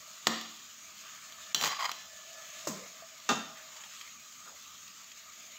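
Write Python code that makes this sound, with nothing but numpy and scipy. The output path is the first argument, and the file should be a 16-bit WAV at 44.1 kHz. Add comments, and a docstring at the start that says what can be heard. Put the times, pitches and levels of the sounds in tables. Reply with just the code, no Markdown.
"""Small, hard-walled kitchen: soup simmers in an aluminium pot while a spoon and a ladle are at work.
The spoon knocks a steel tray, then clinks, scrapes and squeals meat into a bowl. The ladle gulps and
bumps under broth, clangs on the pot wall and stirs. Blows ring dying modes plus a noise crack; slips
drive resonances; bubbles and air pockets are gliding sines; hiss and rumble are coloured noise.
Dense echoes, one close microphone with noise suppressor, two equal channels."""
import sys
import numpy as np
from scipy import signal
from scipy.fft import rfft, irfft
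from scipy.io import wavfile
from scipy.ndimage import uniform_filter1d

SR = 44100
rng = np.random.default_rng(int(sys.argv[2]) if len(sys.argv) > 2 else 0)


def digitize_waveform(pressure):
    """Quantize a signal to 16-bit integers and store it at the path in sys.argv[1].

    Rows of a 2-D input are taken as channels; values are limited to [-1, 1].
    """
    field = np.atleast_2d(pressure).T
    bounded = np.clip(field, -1, 1)
    quanta = np.round(bounded * 32767).astype(np.int16)
    wavfile.write(sys.argv[1], SR, quanta)


N = 246078
TIME = np.arange(N) / SR


def amp(db):
    """Amplitude ratio from dB."""
    return 10 ** (np.asarray(db) / 20)


def unit_rms(x):
    """Scale to RMS 1."""
    return x / np.sqrt(np.mean(x ** 2) + 1e-20)


def unit_attack(x, size=441):
    """Scale so the first 10 ms have RMS 1."""
    return x / np.sqrt(np.mean(x[:size] ** 2) + 1e-20)


def noise(size=N):
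    """White Gaussian noise."""
    return rng.standard_normal(size)


def decay(t_s, t60_s):
    """Exponential decay, 60 dB per t60."""
    return np.exp(-np.log(1000) * t_s / t60_s)


def sine(f_hz):
    """Sine following a pitch track."""
    return np.sin(2 * np.pi * np.cumsum(f_hz) / SR)


def spectrum_at(points, f_hz):
    """Spectrum interpolated linearly over log frequency."""
    f, value = np.transpose(points)
    return np.interp(np.log(f_hz + 1), np.log(f + 1), value)


def curve(points):
    """Time curve interpolated at every sample."""
    t, value = np.transpose(points)
    return np.interp(TIME, t, value)


def add(mix, start_s, sound):
    """Mix a sound in at its start, cut at the end of the mix."""
    part = mix[max(round(start_s * SR), 0):][:len(sound)]
    part += sound[:len(part)]


def colour(x, points, size=4096):
    """Causal minimum-phase filter with the given spectrum in dB."""
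    f_hz = abs(np.fft.fftfreq(size, 1 / SR))
    log_gain = np.log(amp(spectrum_at(points, f_hz)))
    taps = np.fft.ifft(np.exp(np.conj(signal.hilbert(log_gain)))).real
    return signal.oaconvolve(x, taps[:size // 2])[:len(x)]


def resonate(x, f_hz, width_hz):
    """Fixed resonance with peak gain 1."""
    return signal.lfilter(*signal.iirpeak(f_hz, f_hz / width_hz, SR), x)


def wander(corner_hz, size=N):
    """Low-passed noise of RMS 1: a smooth random drift."""
    f_hz = np.fft.rfftfreq(size, 1 / SR)
    return unit_rms(irfft(rfft(noise(size)) / (1 + (f_hz / corner_hz) ** 4), size))


def clicks(rate_hz, spread_db):
    """Random clicks of either sign, mostly small, a few large; RMS 1."""
    size = amp(spread_db * np.minimum(rng.exponential(1, N), 5))
    sign = rng.choice([-1, 1], N)
    return unit_rms(size * sign * (rng.random(N) < rate_hz / SR))


def ring(modes, shiver_rad=0, shiver_hz=45):
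    """One second of dying modes; an optional phase shiver unsettles high modes more."""
    t, out = TIME[:SR], np.zeros(SR)
    for k, (f_hz, db, t60_s) in enumerate(modes):
        shiver = np.zeros(SR)
        if shiver_rad:
            shiver = shiver_rad * f_hz / (f_hz + 500) * wander(shiver_hz, SR)
        tone = np.sin(2 * np.pi * f_hz * t + shiver - shiver[0])
        out += (-1) ** k * amp(db) * decay(t, t60_s) * tone
    return out


def blows(hits, modes, crack_colour, crack_t60_s, shiver_rad=0):
    """Each blow rings the modes and adds a fast-dying noise crack for the dense overtones."""
    out = np.zeros(N)
    for start_s, db, crack_db in hits:
        tone = unit_attack(ring(modes, shiver_rad))
        crack = colour(noise(SR) * decay(TIME[:SR], crack_t60_s), crack_colour)
        blow = unit_attack(tone + amp(crack_db) * unit_attack(crack))
        add(out, start_s, amp(db) * blow)
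    return out


# all hit tables: t/s, level over first 10 ms/dB, crack re ring/dB
TRAY_HITS = [(.2698, -22, -2.5)]
# steel tray modes: f/Hz, relative level/dB, t60/s
TRAY_MODES = [(527, -26, 0.36), (760, -4, 0.013), (910, -15, 0.02), (1216, -23, 0.29), (1225, -8.5, 0.025),
              (1424, -31.5, .4), (1840, -2.5, 0.013), (2540, -11, 0.009), (2820, -1.5, 0.0092),
              (3600, 1.5, 0.0068), (4060, -5.5, 0.02), (4580, 0.5, 0.0067), (5700, -8, 0.018),
              (7520, -7.5, 0.013)]
# tray crack spectrum: f/Hz, level/dB
TRAY_CRACK_COLOUR = [(35, -3), (100, -9), (160, 3.5), (320, 5.5), (430, 5), (600, 4), (1000, 9.5),
                     (2300, 0), (3600, 0.5), (8000, -4), (14000, -15.5)]


def tray_knock():
    """Spoon on steel tray: short bright modes with a crack."""
    return blows(TRAY_HITS, TRAY_MODES, TRAY_CRACK_COLOUR, crack_t60_s=0.052, shiver_rad=0.5)


# whole-tray flexing modes: f/Hz, level/dB, t60/s
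TRAY_FLEX_MODES = [(225, -34, 0.56), (233, -42, .3), (300, -48, .7), (338, -45.5, 0.62), (377, -51, 0.33)]


def tray_hum():
    """The knock sets the loaded tray flexing in a low, unsteady hum."""
    out = np.zeros(N)
    add(out, TRAY_HITS[0][0], ring(TRAY_FLEX_MODES, shiver_rad=1.0))
    return out


# spoon on bowl: t/s, level over first 10 ms/dB, crack re ring/dB
BOWL_HITS = [(.412, -45.5, 6), (1.323, -50.5, -5), (1.5464, -25, -5), (1.5578, -43, 10), (1.5655, -42, 2),
             (1.612, -34, 6), (1.6255, -40, -4), (1.6372, -33.5, 6), (1.6465, -34, 8), (1.6765, -39.5, 13),
             (1.9158, -37.5, 4), (3.201, -53.5, -7)]
# bowl modes: f/Hz, relative level/dB, t60/s
BOWL_MODES = [(1400, -21, 0.069), (2920, -17.5, 0.3), (3040, -14.5, .2), (3130, -10.5, 0.26),
              (3270, -15, .16), (3436, 3.5, 0.029), (3940, -16, 0.11), (4027, 4, 0.035), (4040, -21, 0.2),
              (4500, -11, .15), (4640, -23, .22), (5720, 6.5, 0.013), (6100, -8, 0.012),
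              (7240, -4.5, 0.025), (13500, -9, 0.018)]
# crack spectrum, bowl clinks and spoon knocks: f/Hz, level/dB
BOWL_CRACK_COLOUR = [(60, -41), (200, -11), (400, -8), (1000, -1), (3300, 4), (7000, -3.5), (14000, -12.5)]


def bowl_clinks():
    """Spoon on bowl: high modes with a bright crack."""
    return blows(BOWL_HITS, BOWL_MODES, BOWL_CRACK_COLOUR, crack_t60_s=0.02, shiver_rad=0.71)


# ladle on pot wall: t/s, level over first 10 ms/dB, crack re ring/dB
CLANG_HITS = [(3.2903, -24.5, -4)]
# aluminium pot modes: f/Hz, relative level/dB, t60/s
POT_MODES = [(166, -11, .27), (222, -4.5, .36), (240, -7.5, .28), (390, -12, .2), (428, -10, .28),
             (528, -16, .35), (646, -11, .3), (690, -13, .25), (764, -13, .26), (824, -5.5, .25),
             (947, -16, .26), (1071, -8, .23), (1190, -7, .22), (1222, 0, .26), (1346, -5.5, .29),
             (1444, -6.5, .3), (1604, -6.5, .28), (1838, -4, .16), (1988, -18, .26), (2600, -13, .22),
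             (2728, -6, .25), (3058, -16, .28), (3236, -15, .26), (3517, -11, .27), (3637, -8, .28),
             (3698, -13, .3), (3935, -13, .22), (4440, -19, .23), (5480, -19, .18)]
# crack spectrum of pot clang, rattle and low knock: f/Hz, level/dB
POT_CRACK_COLOUR = [(50, -28), (100, -13), (160, 1), (230, 7), (400, -2), (850, 5.5), (1400, -4),
                    (2200, -5), (3600, -3.5), (7000, -7.5), (14000, -27)]


def pot_clang():
    """Ladle on pot wall: many long modes, their phases unsettled by chatter."""
    return blows(CLANG_HITS, POT_MODES, POT_CRACK_COLOUR, crack_t60_s=0.068, shiver_rad=0.58)


def ladle_rattle(start_db=-32.5, t60_s=0.34):
    """After the clang the ladle chatters on the wall in ever smaller ticks."""
    out = np.zeros(N)
    ticks = colour(clicks(rate_hz=490, spread_db=1.0)[:SR], POT_CRACK_COLOUR)
    add(out, CLANG_HITS[0][0], amp(start_db) * unit_rms(ticks) * decay(TIME[:SR], t60_s))
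    return out


# dull low knock: t/s, level over first 10 ms/dB, crack re ring/dB
THUD_HITS = [(3.3145, -31, -4.5)]
# dull knock modes: f/Hz, relative level/dB, t60/s
THUD_MODES = [(135, -6, 0.048), (180, -1, 0.056), (253, 0, 0.082), (394, -8, .03)]


def thud():
    """A dull low knock follows just after the clang."""
    return blows(THUD_HITS, THUD_MODES, POT_CRACK_COLOUR, crack_t60_s=0.02)


# ladle on pot under broth: t/s, level over first 10 ms/dB, crack re ring/dB
BUMP_HITS = [(2.6718, -32.5, -3.5)]
# broth-damped pot modes: f/Hz, relative level/dB, t60/s
DAMPED_POT_MODES = [(161, -24, 0.19), (370, -7.5, 0.031), (608, 0.5, 0.024), (910, -11, 0.029),
                    (1060, -4, 0.022), (1630, -26, 0.025)]
# crack spectrum under broth: f/Hz, level/dB
BROTH_CRACK_COLOUR = [(100, -12), (400, 3), (1000, 7), (3000, 2), (7000, 10), (10000, 1.5), (15000, -4)]


def pot_bump():
    """Ladle bumps the pot under broth: mostly short, damped modes with a longer crack."""
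    return blows(BUMP_HITS, DAMPED_POT_MODES, BROTH_CRACK_COLOUR, crack_t60_s=0.15)


def stroke(start_s, length_s, swell_db, attack_s=0.0031, release_s=0.0059):
    """Pressure of a stroke or escape: quick attack, hold that swells or eases, quick release."""
    t = TIME - start_s
    # hold runs from -1.5 to -0.5 times the swell
    hold = amp(swell_db * (np.clip(t / length_s, 0, 1) - 1.5))
    release = np.exp(-np.maximum(t - length_s, 0) / release_s)
    return np.clip(t / attack_s, 0, 1) * hold * release


# spoon over bowl: t/s, length/s, metal level before swell/dB, swell/dB, edge grit re spoon ring/dB,
# meat push level before swell/dB
SCRAPE_STROKES = [(1.549, 0.076, -52.5, -4.5, 19, -58), (1.618, 0.012, -43.5, -2, 11, -44.5),
                  (1.638, 0.039, -36, -2.5, 7, -44.5), (1.684, 0.044, -37, 1, -6, -75),
                  (1.734, 0.043, -48, -0.5, -10, -80), (1.787, 0.0465, -38.5, 1.5, -3.5, -76),
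                  (1.841, 0.021, -34, 0, -5.5, -80), (1.873, 0.038, -39, 8.5, -5, -78)]
# pressed spoon resonances: f/Hz, width/Hz, relative level/dB
SPOON_RESONANCES = [(1160, 126, 0), (1410, 98, -15), (2000, 300, -4.5), (3150, 180, -3), (4170, 130, -7),
                    (4850, 76, 2), (7300, 250, -26)]


def scrape(judder_db=1.5):
    """Tiny slips of the edge drive spoon and bowl while meat slides off as soft low noise."""
    slips = clicks(rate_hz=2200, spread_db=2.0) * amp(judder_db * wander(90))
    spoon = np.zeros(N)
    for f_hz, width_hz, db in SPOON_RESONANCES:
        spoon += amp(db) * resonate(slips, f_hz, width_hz)
    # spectra: f/Hz, level/dB
    spoon = colour(unit_rms(spoon), [(250, -19.0), (800, 1.5), (7000, -7), (12000, -24)])
    edge = colour(slips, [(200, -25.0), (800, 9.5), (3300, 1.5), (7000, -0.5), (14000, -12.5)])
    meat = colour(noise(), [(60, -19), (200, -9.0), (500, -7.5), (1500, -22.5)])
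    spoon, edge, meat = unit_rms(spoon), unit_rms(edge), unit_rms(meat)
    out = np.zeros(N)
    for start_s, length_s, db, swell_db, grit_db, push_db in SCRAPE_STROKES:
        metal = (spoon + amp(grit_db) * edge) / np.hypot(1, amp(grit_db))
        out += stroke(start_s, length_s, swell_db) * (amp(db) * metal + amp(push_db) * meat)
    return out


# spoon edge on glaze: t/s, length/s, level before flutter/dB, first f/Hz, last f/Hz
SQUEAL_STROKES = [(1.699, 0.041, -43, 1130, 1070), (1.785, 0.0434, -37.5, 1150, 1055),
                  (1.834, 0.011, -38, 964, 968)]


def squeals(jitter=0.025, flutter_db=2.5, overtone_db=-14):
    """The edge sticks and slips in step with the spoon's lowest ring: jittery tone plus octave."""
    out = np.zeros(N)
    waver, flutter = 1 + jitter * wander(317), amp(flutter_db * wander(110))
    for start_s, length_s, db, first_hz, last_hz in SQUEAL_STROKES:
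        f_hz = np.interp(TIME, [start_s, start_s + length_s], [first_hz, last_hz]) * waver
        tone = sine(f_hz) + amp(overtone_db) * sine(2 * f_hz)
        out += amp(db) * stroke(start_s, length_s, 0) * tone
    return out * flutter


# spoon on bowl through meat: t/s, level over first 10 ms/dB, crack re ring/dB
SPOON_HITS = [(1.6385, -31.5, -14), (1.666, -39, 5), (1.6855, -41, 10), (1.8165, -47, 11), (1.8485, -50, 3),
              (1.856, -47, -11), (1.8932, -36, -10)]
# spoon modes: f/Hz, relative level/dB, t60/s
SPOON_MODES = [(1090, -4.5, 0.019), (1390, -5.5, 0.011), (2040, -14, 0.017), (4120, -11, 0.028),
               (4900, -16, 0.056)]


def spoon_knocks():
    """Spoon knocked on the bowl through meat: short dull modes."""
    return blows(SPOON_HITS, SPOON_MODES, BOWL_CRACK_COLOUR, crack_t60_s=0.017)


def gulp(wobble=0.04, flutter_db=1.8):
    """An air pocket under the sinking ladle rings lower as it grows."""
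    out, t = np.zeros(N), TIME[:SR]
    start_hz, end_hz, fall_s = 429, 188.6, 0.0207
    f_hz = end_hz + (start_hz - end_hz) * np.exp(-t / fall_s)
    f_hz = f_hz * (1 + wobble * wander(90)[:SR])
    level = amp(-34 + flutter_db * wander(80)[:SR])
    swell = 1 - np.exp(-t / 0.0061)
    add(out, 2.669, level * swell * decay(t, 0.39) * sine(f_hz))
    return out


def pocket_escape(start_s=2.755, length_s=0.11, level_db=-56.5, wobble=0.097, flutter_db=2.7):
    """The pocket escapes and rings higher as it nears the surface."""
    f_hz = np.interp(TIME, [start_s, start_s + length_s], [347, 592]) * (1 + wobble * wander(83))
    level = amp(level_db + flutter_db * wander(60))
    return stroke(start_s, length_s, 0) * level * sine(f_hz)


# air in pot: f/Hz, level/dB, t60/s
DRIP_MODE = [(660, -45.5, 0.15)]


def plop(start_s=3.023):
    """A drip off the lifted ladle rings the air in the pot."""
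    out = np.zeros(N)
    add(out, start_s, ring(DRIP_MODE))
    return out


# ladle on bowl: t/s, level over first 10 ms/dB, crack re ring/dB
TAP_HITS = [(3.572, -57, -2), (3.765, -54, 4), (3.8372, -49, -6), (4.004, -58, 3), (4.0118, -46.5, -3),
            (4.7195, -67, 6), (4.879, -52.5, 5.5), (5.117, -51.5, -1.5)]
# broth-damped bowl modes: f/Hz, relative level/dB, t60/s
WET_BOWL_MODES = [(1270, -11, 0.017), (1880, -1.5, 0.024), (2430, 4, 0.01), (3240, 1, 0.033),
                  (4030, -14, 0.018)]
# wet crack spectrum: f/Hz, level/dB
WET_CRACK_COLOUR = [(100, -22), (800, -27), (2200, -1), (4500, 7), (8000, -4), (14000, -11)]


def ladle_taps():
    """Ladle taps the bowl, its modes damped by broth."""
    return blows(TAP_HITS, WET_BOWL_MODES, WET_CRACK_COLOUR, crack_t60_s=0.048)


# broth under ladle: t/s, length/s, level/dB, bubble f/Hz, pitch spread 0-1
SLOSH_EVENTS = [(1.032, .17, -58.5, 2020, 0.29), (3.55, 0.084, -59, 1670, 0.1),
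                (3.686, 0.18, -60, 1620, 0.37), (3.996, 0.09, -61.5, 2390, 0.44),
                (4.457, 0.041, -53.5, 1230, 0.04), (4.464, .09, -63.5, 900, 0.3),
                (4.56, 0.055, -67, 2170, 0.44), (5.5, 0.1, -58, 3040, 0.2)]


def sloshes(decay_cycles=4, glide=0.023, count=120):
    """Each slosh is a cluster of small bubbles that rise in pitch as they die."""
    out, t = np.zeros(N), TIME[:SR // 20]
    for start_s, length_s, db, pitch_hz, spread in SLOSH_EVENTS:
        cluster = np.zeros(SR // 2)
        onset = rng.beta(2, 2, count) * length_s
        size = rng.uniform(-0.82, 1, count)
        bubble_hz = pitch_hz * np.exp(2 * spread * rng.uniform(-0.965, 1, count))
        for k in range(count):
            cycles = bubble_hz[k] * t
            age = cycles / decay_cycles
            bubble = np.exp(-age) * np.sin(2 * np.pi * cycles * (1 + glide * age / 2))
            add(cluster, onset[k], size[k] * bubble)
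        cluster_rms = np.sqrt(np.sum(cluster ** 2) / (length_s * SR))
        add(out, start_s, amp(db) * cluster / cluster_rms)
    return out


def patchy(x, patch_db=1.45, patch_bins=7, patch_frames=14):
    """Bubbles burst in clumps: small time-frequency patches swell and sink on their own."""
    z = signal.stft(x, nperseg=1024, noverlap=768)[2]
    patches = uniform_filter1d(noise(z.shape), patch_bins, 0)
    patches = uniform_filter1d(patches, patch_frames, 1)
    z = z * amp(patch_db * unit_rms(patches))
    return signal.istft(z, nperseg=1024, noverlap=768)[1][:N]


# simmer strength: t/s, fizz level before flicker/dB
FIZZ_LEVEL = [(0, -52), (.8, -53), (1.15, -51.5), (2.2, -53), (2.6, -50), (3.1, -53.5), (3.55, -53.5),
              (3.9, -51.5), (4.25, -53.5), (4.8, -52.5), (5.2, -54), (5.58, -53)]
# fizz spectrum: f/Hz, level/dB
FIZZ_COLOUR = [(400, -23.5), (900, -9), (1500, 1.5), (2400, 6), (3200, 5.5), (4500, 3.5), (7000, 2.5),
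               (15000, -11.5)]


def fizz(pops_db=-11, flicker_db=0.76):
    """Countless small bubbles burst: patchy coloured noise with pops."""
    bubbles = noise() + amp(pops_db) * clicks(rate_hz=510, spread_db=1.5)
    hiss = unit_rms(patchy(colour(bubbles, FIZZ_COLOUR)))
    return amp(curve(FIZZ_LEVEL) + flicker_db * wander(30)) * hiss


# air over broth, low then upper note: f/Hz, width of each of two passes/Hz
POT_AIR_NOTES = [(641, 81), (1220, 226)]
# low air note: t/s, level before throb/dB
LOW_NOTE_LEVEL = [(0.0, -67.5), (0.37, -71), (0.57, -74.5), (1.15, -71.5), (1.55, -65), (1.69, -60),
                  (2.14, -63.5), (2.58, -58.5), (2.89, -63), (3.11, -72), (3.53, -63.5), (3.81, -70.5),
                  (4.2, -75), (5.27, -73.5), (5.49, -66.5), (5.58, -70)]


def pot_air(upper_re_fizz_db=-9, throb_db=1.56):
    """Air in the pot hums at two notes: noise through doubled resonances."""
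    out = np.zeros(N)
    levels_db = curve(LOW_NOTE_LEVEL), curve(FIZZ_LEVEL) + upper_re_fizz_db
    for (f_hz, width_hz), level_db in zip(POT_AIR_NOTES, levels_db):
        note = resonate(resonate(noise(), f_hz, width_hz), f_hz, width_hz)
        out += amp(level_db + throb_db * wander(10.3)) * unit_rms(note)
    return out


def whistle(start_s=0.9, length_s=2.18, level_db=-60.5, waver_hz=7, flutter_db=3.0):
    """A thin unsteady stove whistle swells and fades in one arch while its pitch sags."""
    t = np.clip(TIME - start_s, 0, length_s)
    sag_hz_per_s = 18
    f_hz = 1760 - sag_hz_per_s * t + waver_hz * wander(53)
    arch = np.sqrt(abs(np.sin(np.pi * t / length_s)))
    return arch * amp(level_db + flutter_db * wander(16)) * sine(f_hz)


# rumble spectrum: f/Hz, level/dB
RUMBLE_COLOUR = [(20, -32), (70, 8), (120, -1), (220, 3), (330, -6), (500, -8), (1000, -5), (3000, -62)]


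def rumble(level_db=-66.5):
    """Steady low background: coloured noise."""
    return amp(level_db) * unit_rms(colour(noise(), RUMBLE_COLOUR))


# echo decay: f/Hz, t60/s
ECHO_T60 = [(100, 0.56), (220, 0.25), (500, 0.45), (1500, 0.58), (4000, 0.74), (8000, 0.44), (15000, 0.36)]
# echo spectrum: f/Hz, level/dB
ECHO_COLOUR = [(60, -30), (160, 16), (230, 12.5), (310, 3.5), (430, 6), (700, 6.5), (3000, 2), (14000, 3.5)]
# standing waves: f/Hz, relative level/dB, t60/s
STANDING_WAVES = [(163.5, -0.5, 0.37), (222, -9, 0.17), (294, -6.5, 0.43), (331, -5, 0.36)]


def kitchen(x, build_s=0.022, modes_db=-19):
    """Dense wall echoes build up and die band by band, with a few standing waves."""
    f_hz, t, z = signal.stft(noise(SR), SR, nperseg=256)
    gain = amp(spectrum_at(ECHO_COLOUR, f_hz))[:, None]
    z = z * gain * decay(t, spectrum_at(ECHO_T60, f_hz)[:, None])
    tail = signal.istft(z, SR, nperseg=256)[1][:SR] * (1 - np.exp(-TIME[:SR] / build_s))
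    response = unit_rms(tail) + amp(modes_db) * unit_rms(ring(STANDING_WAVES))
    return signal.fftconvolve(x, response / np.sqrt(SR))[:N]


def dip(start_s=1.532, length_s=0.013, depth_db=-10):
    """Gain that drops briefly just before the loudest clink."""
    inside = (TIME > start_s) & (TIME < start_s + length_s)
    return amp(depth_db * uniform_filter1d(inside.astype(float), size=64))


def scene():
    """Sum of direct sounds, their echoes and the background, in two equal channels."""
    tray, bowl, bump = tray_knock(), bowl_clinks(), pot_bump()
    clang = pot_clang() + ladle_rattle() + thud()
    stirring = scrape() + squeals() + spoon_knocks()
    stirring += gulp() + pocket_escape() + plop() + ladle_taps() + sloshes()
    to_room = amp(-7.0) * tray + amp(-7.0) * bowl + amp(-11.5) * clang
    to_room += amp(-6.0) * bump + amp(-16.5) * stirring
    struck = tray + tray_hum() + bowl + clang + bump
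    background = fizz() + pot_air() + whistle() + rumble()
    mono = struck + stirring + kitchen(to_room) + background
    return np.array([mono, mono]) * dip()


# suppressor depth: f/Hz, cut/dB (negative lifts)
SUPPRESSOR_CUT = [(100, 5.5), (400, 4.5), (900, 5.5), (1250, 2), (1600, 2), (2400, 3), (7000, 0),
                  (9300, 3.5), (11400, 5.5), (13000, -2.5)]


def suppress(x, smooth_bins=6, smooth_frames=11, knee_db=1.5, soft_db=1.3):
    """Noise suppressor: bands near their floor are turned down, so tails end early."""
    f_hz, _, z = signal.stft(x, SR, nperseg=1024, noverlap=768)
    power = uniform_filter1d(abs(z) ** 2, smooth_bins, 0)
    power = abs(uniform_filter1d(power, smooth_frames, 1))
    level_db = 10 * np.log10(power + 1e-20)
    floor_db = np.percentile(level_db, 20, axis=1, keepdims=True)
    shut = 0.5 - 0.5 * np.tanh((level_db - floor_db - knee_db) / (2 * soft_db))
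    z = z * amp(-spectrum_at(SUPPRESSOR_CUT, f_hz)[:, None] * shut)
    return signal.istft(z, SR, nperseg=1024, noverlap=768)[1][:N]


# microphone response: f/Hz, level/dB
MICROPHONE_RESPONSE = [(20, -24), (70, -8.5), (150, 0), (5800, 1), (6750, 9.5), (7600, 1.5), (8400, -5),
                       (9250, -15.5), (10500, -8), (11400, -9), (12500, 1), (15500, 6.5)]


def record(dry):
    """Microphone port resonance and treble hollow, noise suppressor, then band limit."""
    heard = np.array([suppress(colour(channel, MICROPHONE_RESPONSE)) for channel in dry])
    edge_hz = 15750
    low_pass = signal.firwin(511, edge_hz, window=("kaiser", 9), fs=SR)
    return signal.oaconvolve(heard, low_pass[None], "same")


dry = scene()
out = record(dry)
digitize_waveform(out)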